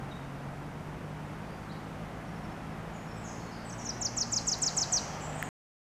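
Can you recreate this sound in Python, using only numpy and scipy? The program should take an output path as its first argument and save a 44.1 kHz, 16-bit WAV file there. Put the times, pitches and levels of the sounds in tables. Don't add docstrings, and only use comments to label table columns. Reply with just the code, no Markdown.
import sys
import numpy as np
from scipy import signal
from scipy.fft import rfft, irfft, next_fast_len
from scipy.io import wavfile
from scipy.ndimage import uniform_filter1d, map_coordinates

SR = 44100
rng = np.random.default_rng(int(sys.argv[2]) if len(sys.argv) > 2 else 0)


def inscribe(sig):
    pcm = np.round(np.clip(np.atleast_2d(sig).T, -1, 1) * 32767)
    wavfile.write(sys.argv[1], SR, pcm.astype(np.int16))


N = 260631
T = np.arange(N) / SR


def amp(db):
    return 10 ** (np.asarray(db) / 20)


def wobble(rate):
    return map_coordinates(rng.standard_normal(int(N * rate / SR) + 4), [T * rate])


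def filtered(x, response):
    size = next_fast_len(N + SR // 2)
    return irfft(rfft(x, size) * response(np.fft.rfftfreq(size, 1 / SR)), size)[:N]


def noise(spectrum):
    f, db = np.transpose(spectrum)
    x = filtered(rng.standard_normal(N), lambda hz: amp(np.interp(np.log(hz + 1), np.log(f), db)))
    return x / np.sqrt(np.mean(x ** 2) + 1e-20)


def phase_of(hz):
    return 2 * np.pi * np.cumsum(hz) / SR


def add(track, start_s, sound):
    part = track[round(start_s * SR):][:len(sound)]
    part += sound[:len(part)]


def scatter(x, t60, build_s):
    t = np.arange(SR) / SR
    tail = rng.standard_normal(SR) * amp(-60 * t / t60) * (1 - np.exp(-t / build_s))
    return signal.fftconvolve(x, tail / np.linalg.norm(tail))


# f/Hz, relative level/dB
HISS_SPECTRUM = [(1000, 5.5), (4000, -3.5), (7000, 0.5), (10000, -1), (12500, -5), (15000, -12)]

def hiss():
    return amp(-66) * noise(HISS_SPECTRUM)


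# f/Hz, relative level/dB
RUMBLE_SPECTRUM = [(12, -11.5), (30, -4), (55, 2), (90, 1), (180, 4.5), (280, -1.5), (450, -5.5),
                   (800, -16), (2000, -49.5)]
TYRE_SPECTRUM = [(150, -30.5), (400, -5.5), (600, 0), (780, 1.5), (1000, -1.5), (1300, -3), (2000, -8.5),
                 (2800, -14.5), (4000, -22), (6000, -25), (12000, -40.5)]
# t/s, level/dB
TYRE_APPROACH = [(0, -46.5), (.6, -48), (2, -46.5), (4.3, -45.5), (4.8, -43.5), (5.45, -43)]

def traffic():
    tyre_db = np.interp(T, *np.transpose(TYRE_APPROACH))
    rumble = amp(-45 + .7 * wobble(8)) * noise(RUMBLE_SPECTRUM)
    tyres = amp(tyre_db + .17 * wobble(6)) * noise(TYRE_SPECTRUM)
    tread_db = -47 + 5.1 * (tyre_db - np.max(tyre_db))
    tread = noise([(400, -42.5), (640, -8.5), (750, -2.5), (880, -11.5),
                   (1300, -41), (3100, -19), (4000, -49)])
    return rumble + tyres + amp(tread_db) * tread


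# t/s, f/Hz
FIRING_RATE = [(0, 45.6), (.4, 46.3), (.8, 49.5), (1.9, 52.5), (3.02, 54.9), (4.01, 58.4), (4.36, 58.5),
               (4.52, 51.5), (4.84, 50.6), (5.45, 51)]
# multiple of the firing rate, relative level/dB
ENGINE_ORDERS = [(1, 3), (2, 1), (3, -0.5), (4, 0.5), (5, -8.5), (6, -8)]
# f/Hz, level/dB
EXHAUST_RESPONSE = [(50, -62), (92, -63), (101, -56), (110, -53.5), (117, -49), (138, -44.3), (151, -45.7),
                    (171, -49.5), (177, -63), (200, -57), (230, -51.5), (280, -49.5), (350, -56)]

def engine(waver_db=1.3):
    firing_hz = np.interp(T, *np.transpose(FIRING_RATE))
    phase = phase_of(firing_hz * (1 + .0031 * wobble(12)))
    f, response_db = np.transpose(EXHAUST_RESPONSE)
    out = np.zeros(N)
    for order, db in ENGINE_ORDERS:
        exhaust_db = np.interp(np.log(order * firing_hz), np.log(f), response_db)
        rms = amp(db + exhaust_db + waver_db * wobble(6.3))
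        out += rms * np.sin(order * phase + .16 * wobble(14) + rng.uniform(0, 2 * np.pi))
    return np.sqrt(2) * out


def whistle(hz, waver=.014):
    return signal.windows.tukey(len(hz), .5) * np.sin(phase_of(hz * (1 + waver * wobble(500)[:len(hz)])))


def slur(length_s, start_hz, end_hz):
    progress = np.linspace(0, 1, round(length_s * SR))
    return whistle(end_hz + (start_hz - end_hz) * (1 - progress) ** 2)


CHIRP_CORNERS = [4400, 3750, 4700, 3860]

def quiet_birds(note_s=.025, chirp_s=.061, peep_hz=5300, peep_every_s=.08):
    calls = np.zeros(N)
    add(calls, .11, amp(-49.2) * slur(note_s, start_hz=3840, end_hz=3730))
    position = np.linspace(0, len(CHIRP_CORNERS) - 1, round(chirp_s * SR))
    chirp_hz = np.interp(position, np.arange(len(CHIRP_CORNERS)), CHIRP_CORNERS)
    add(calls, 1.685, amp(-55.5) * whistle(chirp_hz, waver=.025))
    peep_pitches = peep_hz * (1 + .025 * rng.standard_normal((4, 2)))
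    for k, (start_hz, end_hz) in enumerate(peep_pitches):
        add(calls, 2.272 + k * peep_every_s, amp(-63) * slur(note_s, start_hz, end_hz))
    return calls + amp(-2) * scatter(calls, t60=.7, build_s=.006)[:N]


# t/s, start f/Hz, end f/Hz, echo level/dB
FAR_CALLS = [ (1.469, 5000, 4560, -59), (2.928, 7300, 6620, -53), (3.07, 5900, 5200, -52.5),
             (3.155, 8150, 7600, -51.5), (3.236, 7660, 6170, -41.5), (3.265, 6230, 5000, -49),
             (3.396, 4900, 4200, -52.5), (3.51, 5900, 4380, -47.5), (3.645, 8380, 7740, -45),
             (3.777, 7400, 5520, -39.5), (3.859, 4300, 3960, -52.5), (4.36, 8300, 7850, -52),
             (5.09, 3010, 3350, -54.5), (5.202, 8100, 7130, -41), (5.344, 8300, 8040, -44),
             (5.374, 8000, 6500, -43)]

def far_birds(note_s=.032, direct_to_echo_db=-9):
    out = np.zeros(N)
    for start_s, start_hz, end_hz, db in FAR_CALLS:
        note = amp(db) * slur(note_s, start_hz, end_hz)
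        add(out, start_s, amp(direct_to_echo_db) * note)
        add(out, start_s, scatter(note, t60=.94, build_s=.0077))
    return out


# t/s, ring f/Hz, ring T60/s, relative ring level/dB, crack level/dB
KNOCKS = [(4.587, 12500, 0.0018, -36, -54), (5.427, 1784, 0.006, -16.5, -31)]

def ticks(attack_s=.00017, crack_t60=.0026):
    out, t = np.zeros(N), T[:SR // 20]
    for start_s, hz, t60, ring_db, crack_db in KNOCKS:
        ring = amp(ring_db - 60 * t / t60) * np.sin(2 * np.pi * hz * t) * (1 - np.exp(-t / attack_s))
        crack = amp(crack_db - 60 * t / crack_t60) * np.diff(rng.standard_normal(len(t) + 1))
        add(out, start_s, 1.25 * ring + crack)
    return out


# fraction of the fall, relative level/dB
FIRST_ENVELOPE = [(0, -16.5), (0.071, -25.5), (.15, -8.5), (.3, -3.5), (.58, -1), (.8, -1.5)]
SECOND_ENVELOPE = [(.1, -3.7), (.27, .9), (.55, -2.2), (.78, -7), (1, -17.5)]
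# f/Hz, level/dB relative to the fundamental
BEAK_RESPONSE = [(8000, -44), (10000, -33), (12000, -44.5), (14000, -35)]

def chip(first_db, second_db, fall_s, turn_s, dip_hz, crest_hz, full_voice_db=-20.5):
    push_db = first_db - full_voice_db
    top_hz = 8890 + 69.1 * push_db
    end_hz = 3550 - 61.5 * push_db
    second_fall_s = .035 + .00058 * push_db
    rest_s, rise_s = .4 * turn_s, .6 * turn_s
    corners = np.cumsum([0, fall_s, rest_s, rise_s, second_fall_s])
    _, dip_at, rise_at, crest_at, end_at = corners
    t = T[T < end_at]
    n = len(t)

    hz = np.exp(np.interp(t, corners, np.log([top_hz, dip_hz, dip_hz, crest_hz, end_hz])))
    hz = uniform_filter1d(hz, size=110) * (1 + .005 * wobble(400)[:n])
    hz *= 1 + .12 * np.exp(-t / .0014)
    phase = phase_of(hz)

    turn_db = first_db - 15.5 + .0183 * (dip_hz - 4920)
    contour = [(share * fall_s, first_db + db) for share, db in FIRST_ENVELOPE]
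    contour += [(dip_at, (first_db + turn_db) / 2 - 1), (rise_at, turn_db)]
    contour += [(rise_at + .78 * rise_s, turn_db - 3)]
    contour += [(crest_at + share * second_fall_s, second_db + db) for share, db in SECOND_ENVELOPE]
    flutter_db = .7 * wobble(300)[:n]
    envelope = amp(np.interp(t, *np.transpose(contour)) + flutter_db) * signal.windows.tukey(n, .03)

    rasp_db = 2 * wobble(500)[:n]
    octave_gain = amp(np.interp(2 * hz, *np.transpose(BEAK_RESPONSE)) + rasp_db)
    octave = octave_gain * np.sin(2 * phase + .5 * wobble(1500)[:n])
    turbulence = amp(-46.2) * np.diff(rng.standard_normal(n + 2), n=2)
    return envelope * (np.sin(phase) + octave + turbulence)


# t/s, first fall level/dB, second fall level/dB,
# first fall duration/s, turn duration/s, dip f/Hz, crest f/Hz
SONG = [ (3.692, -44.5, -43, 0.022, 0.0093, 5220, 6900), (3.846, -35.5, -30, .033, .008, 5150, 6450),
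        (4.008, -28.5, -25.5, 0.026, 0.013, 5300, 7200), (4.164, -26, -24, .028, .012, 5250, 7160),
        (4.316, -24.5, -23.5, .032, 0.011, 4965, 7400), (4.466, -23, -23.5, 0.032, 0.015, 5050, 7230),
        (4.615, -22.5, -23.3, .030, .0145, 5120, 7440), (4.764, -22, -24, 0.028, 0.017, 5210, 7360),
        (4.918, -22.5, -23.5, 0.023, 0.016, 5730, 6600)]

def warbler():
    out = np.zeros(N)
    for start_s, *shape in SONG:
        call = chip(*shape)
        add(out, start_s, call)
        add(out, start_s, amp(-10.5) * scatter(call, t60=.14, build_s=.004))
        add(out, start_s, amp(-13) * scatter(call, t60=1.0, build_s=.015))
    return out


def scene():
    return (warbler() + far_birds() + quiet_birds() + engine() + traffic() + ticks() + hiss())[None]


def record(dry, end_s=5.4893, cutoff_hz=15150):
    gated = dry[0] * (T < end_s)
    return filtered(gated, lambda hz: 1 / np.sqrt(1 + (hz / cutoff_hz) ** 400))[None]


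dry = scene()
out = record(dry)
inscribe(out)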